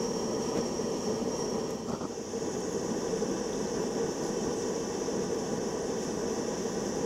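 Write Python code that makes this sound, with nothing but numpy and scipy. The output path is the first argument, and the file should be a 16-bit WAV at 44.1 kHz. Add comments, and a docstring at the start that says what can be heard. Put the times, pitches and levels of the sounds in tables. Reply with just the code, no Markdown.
"""Gas torch melting wax out of a jar

Close to one microphone, a handheld torch melts wax out of a glass jar over a steel bowl in a workshop. The
flame is a steady low roar of coloured noise; the gas jet is bright noise, with a breathy nozzle whistle that is
strong in the first view and faint in the second. Bowl, jar and bench add short echoes to both. Around two
seconds the scene crossfades from the first view to a second one, and the level dips. Hot wax spits in tiny
noise bursts; brief flutters, flares, swishes, edge tones, surges and pops pass over a faint rumble."""
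import sys
import numpy as np
from scipy import signal
from scipy.fft import rfft, irfft, next_fast_len
from scipy.io import wavfile
from scipy.ndimage import map_coordinates

SR = 44100
rng = np.random.default_rng(int(sys.argv[2]) if len(sys.argv) > 2 else 0)


def transcribe(u):
    """Save the signal u as a 16-bit wav file named by the first command-line argument.

    u: samples, shape (n,) or (channels, n), limited to [-1, 1]; the rate is SR.
    q: integer samples, one column per channel.
    """
    v = np.clip(np.atleast_2d(u).T, -1, 1)
    q = np.round(v * 32767).astype(np.int16)
    wavfile.write(sys.argv[1], SR, q)


N = 310905

# crossfade between the views for the bright sounds: (fade-out middle/s, its length/s, fade-in middle/s, its
# length/s)
BRIGHT_FADE = (1.86, 0.9, 2.19, 0.73)


def amp(db):
    """Decibels to gain."""
    return 10 ** (np.asarray(db) / 20)


def unit(x):
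    """Scale to rms 1."""
    return x / np.sqrt(np.mean(x ** 2) + 1e-20)


def clock():
    """The time of every sample in seconds."""
    return np.arange(N) / SR


def curve(points):
    """(t/s, value) points joined by straight lines."""
    return np.interp(clock(), *np.transpose(points))


def wobble(rate):
    """A smooth random curve through `rate` random knots a second."""
    knots = rng.standard_normal(int(N * rate / SR) + 4)
    return map_coordinates(knots, [clock() * rate])


def fade(middle, length):
    """A straight rise from 0 to 1."""
    return np.clip(.5 + (clock() - middle) / length, 0, 1)


def crossfaded(first, second, timing):
    """The first view fades before the second is fully there, so the level dips between them."""
    return (1 - fade(*timing[:2])) * first + fade(*timing[2:]) * second


def swell(s, length):
    """A bell-shaped rise and fall around time s, down to 1/e^2 at `length` seconds either side."""
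    return np.exp(-2 * ((clock() - s) / length) ** 2)


def swells(rows):
    """The joint envelope of (t/s, half-length/s, level/dB) swells."""
    return sum(amp(db) * swell(s, length) for s, length, db in rows)


def colour(points, hz):
    """Gain of (f/Hz, level/dB) points joined on a log frequency axis."""
    f, db = np.transpose(points)
    return amp(np.interp(np.log(hz + 1), np.log(f + 1), db))


def filtered(x, response):
    """Filter x by a response given as a function of frequency."""
    size = next_fast_len(N + 8192)
    hz = np.fft.rfftfreq(size, 1 / SR)
    return irfft(rfft(x, size) * response(hz), size)[:N]


def turbulence(spectrum, echoes=(), notches=()):
    """Coloured noise of rms 1, combed by short echoes and shaped by narrow notches or peaks."""
    def response(hz):
        comb = 1 + sum(gain * np.exp(-2j * np.pi * hz * ms / 1000) for ms, gain in echoes)
        notch_db = sum(db * np.exp(-((hz - centre) / width) ** 2) for centre, width, db in notches)
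        return colour(spectrum, hz) * comb * amp(notch_db)
    return unit(filtered(rng.standard_normal(N), response))


def breathy(resonances):
    """Noise of rms 1 in a few narrow resonances."""
    def modes(hz):
        return sum(amp(db) / (1 + ((hz - centre) / width) ** 4) for centre, width, db in resonances)
    return unit(filtered(rng.standard_normal(N), modes))


def surroundings(x, wet_db=-13, t60=0.06):
    """Many weak later reflections, decaying 60 dB in t60 seconds, groove the hiss with fine, steady lines."""
    t = np.arange(SR // 8) / SR
    tail = rng.standard_normal(len(t)) * amp(-60 * t / t60)
    tail = tail * (t > .008)  # leave the first 8 ms to the separate echoes
    return x + amp(wet_db) * signal.fftconvolve(x, tail / np.linalg.norm(tail))[:N]


def puffs(rows, spectrum, ragged_db):
    """Short swells of turbulence, made ragged by a fast random level."""
    return swells(rows) * unit(turbulence(spectrum) * amp(ragged_db * wobble(200)))


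def workshop(level_db=-55):
    """The workshop background: a faint, steady low rumble of noise."""
    # (f/Hz, level/dB per Hz)
    rumble = [(15, -16), (35, -7), (85, 0), (140, 2), (400, -38), (2000, -54), (8000, -70)]
    return amp(level_db) * turbulence(rumble)


def flame(level_db=-32.5, restless_db=0.5):
    """Turbulent burning roars steadily in the low resonances of the burner."""
    # roar in each view: (f/Hz, level/dB per Hz)
    first_spectrum = [(20, -26), (40, -22), (110, -21.5), (190, -2.5), (235, 0.5), (290, -13.5), (450, .5),
                      (620, -16.5), (1000, -17), (1200, -22), (1380, -30.5), (1550, -33), (1970, -27.5),
                      (2040, -42), (2600, -120)]
    second_spectrum = [(20, -32), (40, -20.5), (110, -22.5), (190, -0.5), (235, -2.5), (290, -11.5),
                       (455, 0), (600, -15), (680, -15.5), (715, -18), (760, -17.5), (1000, -17),
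                       (1200, -25.5), (1380, -30.5), (1550, -26), (1970, -27.5), (2040, -37.5),
                       (2600, -120)]
    # strongest echoes off bowl, jar and bench in each view: (delay/ms, gain)
    first_echoes = [(3.216, 0.12), (4.411, -0.19), (5.7, -0.14), (6.455, 0.11)]
    second_echoes = [(2.627, 0.15), (3.397, 0.11), (4.524, -0.09), (5.607, -0.14), (6.157, 0.1)]
    # crossfade between the views: (fade-out middle/s, its length/s, fade-in middle/s, its length/s)
    roar_fade = (1.966, 0.69, 2.19, 0.72)
    # slow swells of the roar with the hand's aim: (t/s, level/dB)
    roar_level = [(0, -0.1), (.5, .5), (.9, -1), (1.1, 0.8), (1.5, -0.4), (2.15, -1.5), (2.53, -0.1),
                  (2.72, -1.5), (3.0, 0.3), (3.7, 0.1), (4.5, 0), (5.0, -0.5), (5.35, .5), (5.9, -.5),
                  (6.4, 0.4), (7.05, .5)]
    first = amp(level_db) * turbulence(first_spectrum, first_echoes)
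    second = amp(level_db) * turbulence(second_spectrum, second_echoes)
    return crossfaded(first, second, roar_fade) * amp(curve(roar_level) + restless_db * wobble(18))


def jet(first_db=-46.5, second_db=-46.0, flicker_db=0.5, drift_db=0.46):
    """Gas hisses out of the orifice, trembling a little with the flow and swaying with the aim."""
    # hiss in each view: (f/Hz, level/dB per Hz)
    first_spectrum = [(1400, -120), (1950, -43), (2100, -6), (3100, -1), (3750, -9), (4950, -4), (5650, 9),
                      (6050, 4.5), (6800, -1), (7500, -6), (9000, -15.5), (12000, -18.5), (13500, -26),
                      (15500, -26)]
    second_spectrum = [(1400, -120), (1950, -27), (2100, -14), (3100, -11.5), (3600, -13), (3900, -18),
                       (4500, -17), (4900, -9.5), (5300, -3.5), (5700, -0.5), (6400, -2), (7150, -8.5),
                       (7480, -16), (8200, -21), (9000, -23), (11600, -28.5), (12700, -32), (13800, -39),
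                       (15500, -35)]
    # strongest echoes off bowl, jar and bench in each view: (delay/ms, gain)
    first_echoes = [(0.933, 0.12), (2.392, -0.1), (3.489, -0.11)]
    second_echoes = [(0.937, -0.09), (1.053, -0.13), (1.397, 0.11), (1.598, -0.11)]
    # narrow bands that reflections weaken, or lift where positive: (f/Hz, width/Hz, level/dB)
    first_notches = [(2010, 34, 4), (4100, 150, -1.5), (5940, 50, -7), (6270, 50, -4), (13200, 550, -5)]
    second_notches = [(2030, 35, -4), (2420, 94, -3), (2810, 40, -4), (4050, 55, -6), (4430, 70, -3),
                      (4660, 55, -11), (5090, 37, -14), (6130, 38, -7), (5940, 30, -14)]
    # hiss level in each view, the first sagging as the hand sways: (t/s, level/dB)
    first_level = [(0, .5), (.1, -1), (.19, 1), (.3, -1), (.47, 0), (.53, -2), (.63, 0.5), (.76, -0.5),
                   (1.13, 0), (1.26, -1), (1.38, 1), (1.5, -0.5), (1.58, 1), (1.71, 2), (1.77, 1),
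                   (1.85, 1), (1.95, 3.5)]
    second_level = [(2.0, 2.5), (2.3, 0.8), (2.6, -1.4), (2.85, 0), (3.3, -0.1), (3.9, 0.1), (4.35, 0.6),
                    (4.9, 1), (5.4, -0.6), (7.05, 0.5)]
    first = surroundings(turbulence(first_spectrum, first_echoes, first_notches))
    second = surroundings(turbulence(second_spectrum, second_echoes, second_notches))
    first = amp(first_db + curve(first_level)) * first
    second = amp(second_db + curve(second_level)) * second
    return crossfaded(first, second, BRIGHT_FADE) * amp(flicker_db * wobble(40) + drift_db * wobble(5.3))


def whistle(second_db=-53, waver_db=1.25):
    """The jet excites narrow, breathy nozzle resonances, strongly in the first view and faintly in the second."""
    # nozzle resonances in each view: (f/Hz, width/Hz, level/dB)
    first_modes = [(5620, 83, 3.5), (5340, 50, -9), (6030, 55, -5), (6600, 120, -11), (7150, 90, -15),
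                   (8300, 220, -24), (9350, 140, -21.5), (11850, 280, -31), (14500, 500, -37)]
    second_modes = [(2655, 50, -4.5), (3096, 59, -4), (4570, 30, -6.5), (5456, 41, 5.5), (5660, 32, 1),
                    (6040, 63, 4), (6370, 50, -3)]
    # whistle in the first view, sagging as the hand sways: (t/s, level/dB)
    first_level = [(0, -46), (.42, -46), (.55, -50.5), (.75, -47.5), (.92, -49.5), (1.05, -45), (1.17, -50),
                   (1.25, -64), (1.33, -46), (1.45, -44.5), (1.56, -48), (1.63, -57), (1.8, -54),
                   (1.95, -52)]
    first = amp(curve(first_level)) * breathy(first_modes)
    second = amp(second_db) * breathy(second_modes)
    return crossfaded(first, second, BRIGHT_FADE) * amp(waver_db * wobble(24.3))


def swishes(grain_db=2.5):
    """The jet grazes the rim and its gas breaks there in grainy bursts."""
    # (t/s, half-length/s, level/dB)
    grazes = [(0.03, .04, -51), (1.708, 0.044, -54), (1.9, 0.05, -52), (2.72, 0.09, -53),
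              (4.237, .024, -51), (4.275, .05, -49), (6.04, 0.058, -51)]
    # (f/Hz, level/dB per Hz)
    spectrum = [(2000, -12), (4200, -3), (5500, 6), (7000, 9), (8200, -7), (9700, -13), (11300, -12),
                (12700, -9), (13800, -19), (15500, -29)]
    return puffs(grazes, spectrum, grain_db)


def spit(hz, life=0.019, breadth=0.12, rise=0.00059):
    """One tiny burst of wax: a narrow band of noise, peak 1, that dies 60 dB in `life` seconds."""
    t = np.arange(SR // 40) / SR
    band = np.exp(-((np.fft.rfftfreq(len(t), 1 / SR) / hz - 1) / breadth) ** 2)
    noise = irfft(rfft(rng.standard_normal(len(t))) * band, len(t))
    burst = noise * amp(-60 * t / life) * (1 - np.exp(-t / rise))
    return burst / np.abs(burst).max()


def wax(count=24, faint_db=-55, faint_hz=9000):
    """Hot wax spits clearly at set times, with a random scatter of faint spits among them."""
    # clear spits: (t/s, peak level/dB, f/Hz)
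    clear = [(.901, -47, 8830), (1.082, -57, 12470), (1.399, -42, 8670), (1.501, -55, 13500),
             (1.704, -47, 12000), (1.754, -55, 13800), (2.604, -45, 8700), (3.530, -40, 3480),
             (3.672, -42.5, 4420), (4.237, -50, 9600), (5.358, -50, 13300), (5.822, -44, 9340),
             (6.277, -48, 9440)]
    # faint spits spread over 6 dB and half an octave
    faint = [(u * N / SR, faint_db + 6 * (v - .5), faint_hz * 2 ** ((w - .5) / 2))
             for u, v, w in rng.random((count, 3))]
    out = np.zeros(N + SR)
    for s, db, hz in list(clear) + faint:
        burst = amp(db) * spit(hz)
        out[round(s * SR):][:len(burst)] += burst
    return out[:N]


def flares():
    """The flame flares with bright, ragged puffs of turbulence."""
    # (t/s, half-length/s, level/dB)
    bursts = [(.562, 0.022, -32.5), (.586, 0.021, -30)]
    # (f/Hz, level/dB per Hz)
    spectrum = [(60, 0), (170, 15), (480, 18.5), (700, 8.5), (1000, 0.5), (1400, -5.5), (2600, -6),
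                (4500, -15), (6700, -9), (10000, -24), (15000, -31)]
    return puffs(bursts, spectrum, ragged_db=2.5)


def shimmer(level_db=-63.0, flicker_db=2.0):
    """Thin upper bands of the hiss in the second view, each flickering on its own."""
    # (f/Hz, width/Hz, level/dB)
    upper_bands = [(7910, 210, 2), (8520, 170, -2.5), (9740, 170, -4.5), (10850, 170, -7),
                   (11200, 120, -10.5), (12150, 230, -6), (14900, 260, -19)]
    bands = sum(breathy([(hz, width, 0)]) * amp(db + flicker_db * wobble(22))
                for hz, width, db in upper_bands)
    return amp(level_db) * unit(bands) * fade(*BRIGHT_FADE[2:])


def flutters():
    """The flame tears and flutters in short ragged swells of turbulence."""
    # (t/s, half-length/s, level/dB)
    tears = [(1.897, 0.034, -33.5), (1.932, 0.023, -33), (1.962, 0.04, -38.5), (2.034, 0.043, -32.5),
             (2.125, 0.025, -39.5)]
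    # (f/Hz, level/dB per Hz)
    spectrum = [(30, -11), (200, 14), (480, 14), (650, 7), (900, 4.5), (1330, 3), (1600, -16), (2000, -21),
                (3000, -19), (4000, -23), (4700, -12), (5700, -17), (7300, -21), (8300, -34), (15000, -49)]
    return puffs(tears, spectrum, ragged_db=2.0)


def settling():
    """A bright band swells in the hiss and dies away early in the second view."""
    # (t/s, half-length/s, level/dB)
    rises = [(2.3, 0.4, -59), (2.68, 0.4, -52.5)]
    # (f/Hz, width/Hz, level/dB)
    band = [(6600, 330, 0)]
    return swells(rises) * surroundings(breathy(band))


def edge_tones(fall_hz_per_s=5500, width_hz=170):
    """The rim sings: a breathy resonance slides down as the jet moves along it."""
    # (t/s, half-length/s, level/dB, f/Hz at that time)
    tones = [(2.745, 0.06, -64, 10050), (4.278, 0.063, -63, 10100), (6.04, .04, -69, 10100)]
    out = np.zeros(N)
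    for s, length, db, hz in tones:
        t = clock() - s
        # slow noise modulates the tone and spreads it by width_hz to either side
        breath = unit(filtered(rng.standard_normal(N), lambda f: 1 / (1 + (f / width_hz) ** 4)))
        tone = np.sqrt(2) * np.sin(2 * np.pi * (hz * t - fall_hz_per_s * t ** 2 / 2))
        out += amp(db) * swell(s, length) * breath * tone
    return out


def surges(length=0.013):
    """A pocket of gas burns at once and pushes the burner for a few cycles."""
    # (t/s, peak level/dB, f/Hz)
    pushes = [(3.229, -20.5, 444)]
    return sum(amp(db) * swell(s, length) * np.sin(2 * np.pi * hz * (clock() - s)) for s, db, hz in pushes)


def pops(length=0.0005):
    """A small pocket of flame collapses softly: one brief dip in pressure."""
    # (t/s, peak level/dB)
    collapses = [(4.044, -29), (4.29, -27), (4.479, -23)]
    return sum(-amp(db) * swell(s, length) for s, db in collapses)


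def scene():
    """The torch and the melting wax over the workshop rumble, in one channel."""
    steady = workshop() + flame() + jet() + whistle() + shimmer() + settling()
    flame_events = flares() + flutters() + surges() + pops()
    rim_events = swishes() + edge_tones()
    return (steady + flame_events + rim_events + wax())[None]


def record(dry, top_hz=15750):
    """The microphone channel keeps nothing above its band limit."""
    return np.array([filtered(channel, lambda hz: hz < top_hz) for channel in dry])


dry = scene()
out = record(dry)
transcribe(out)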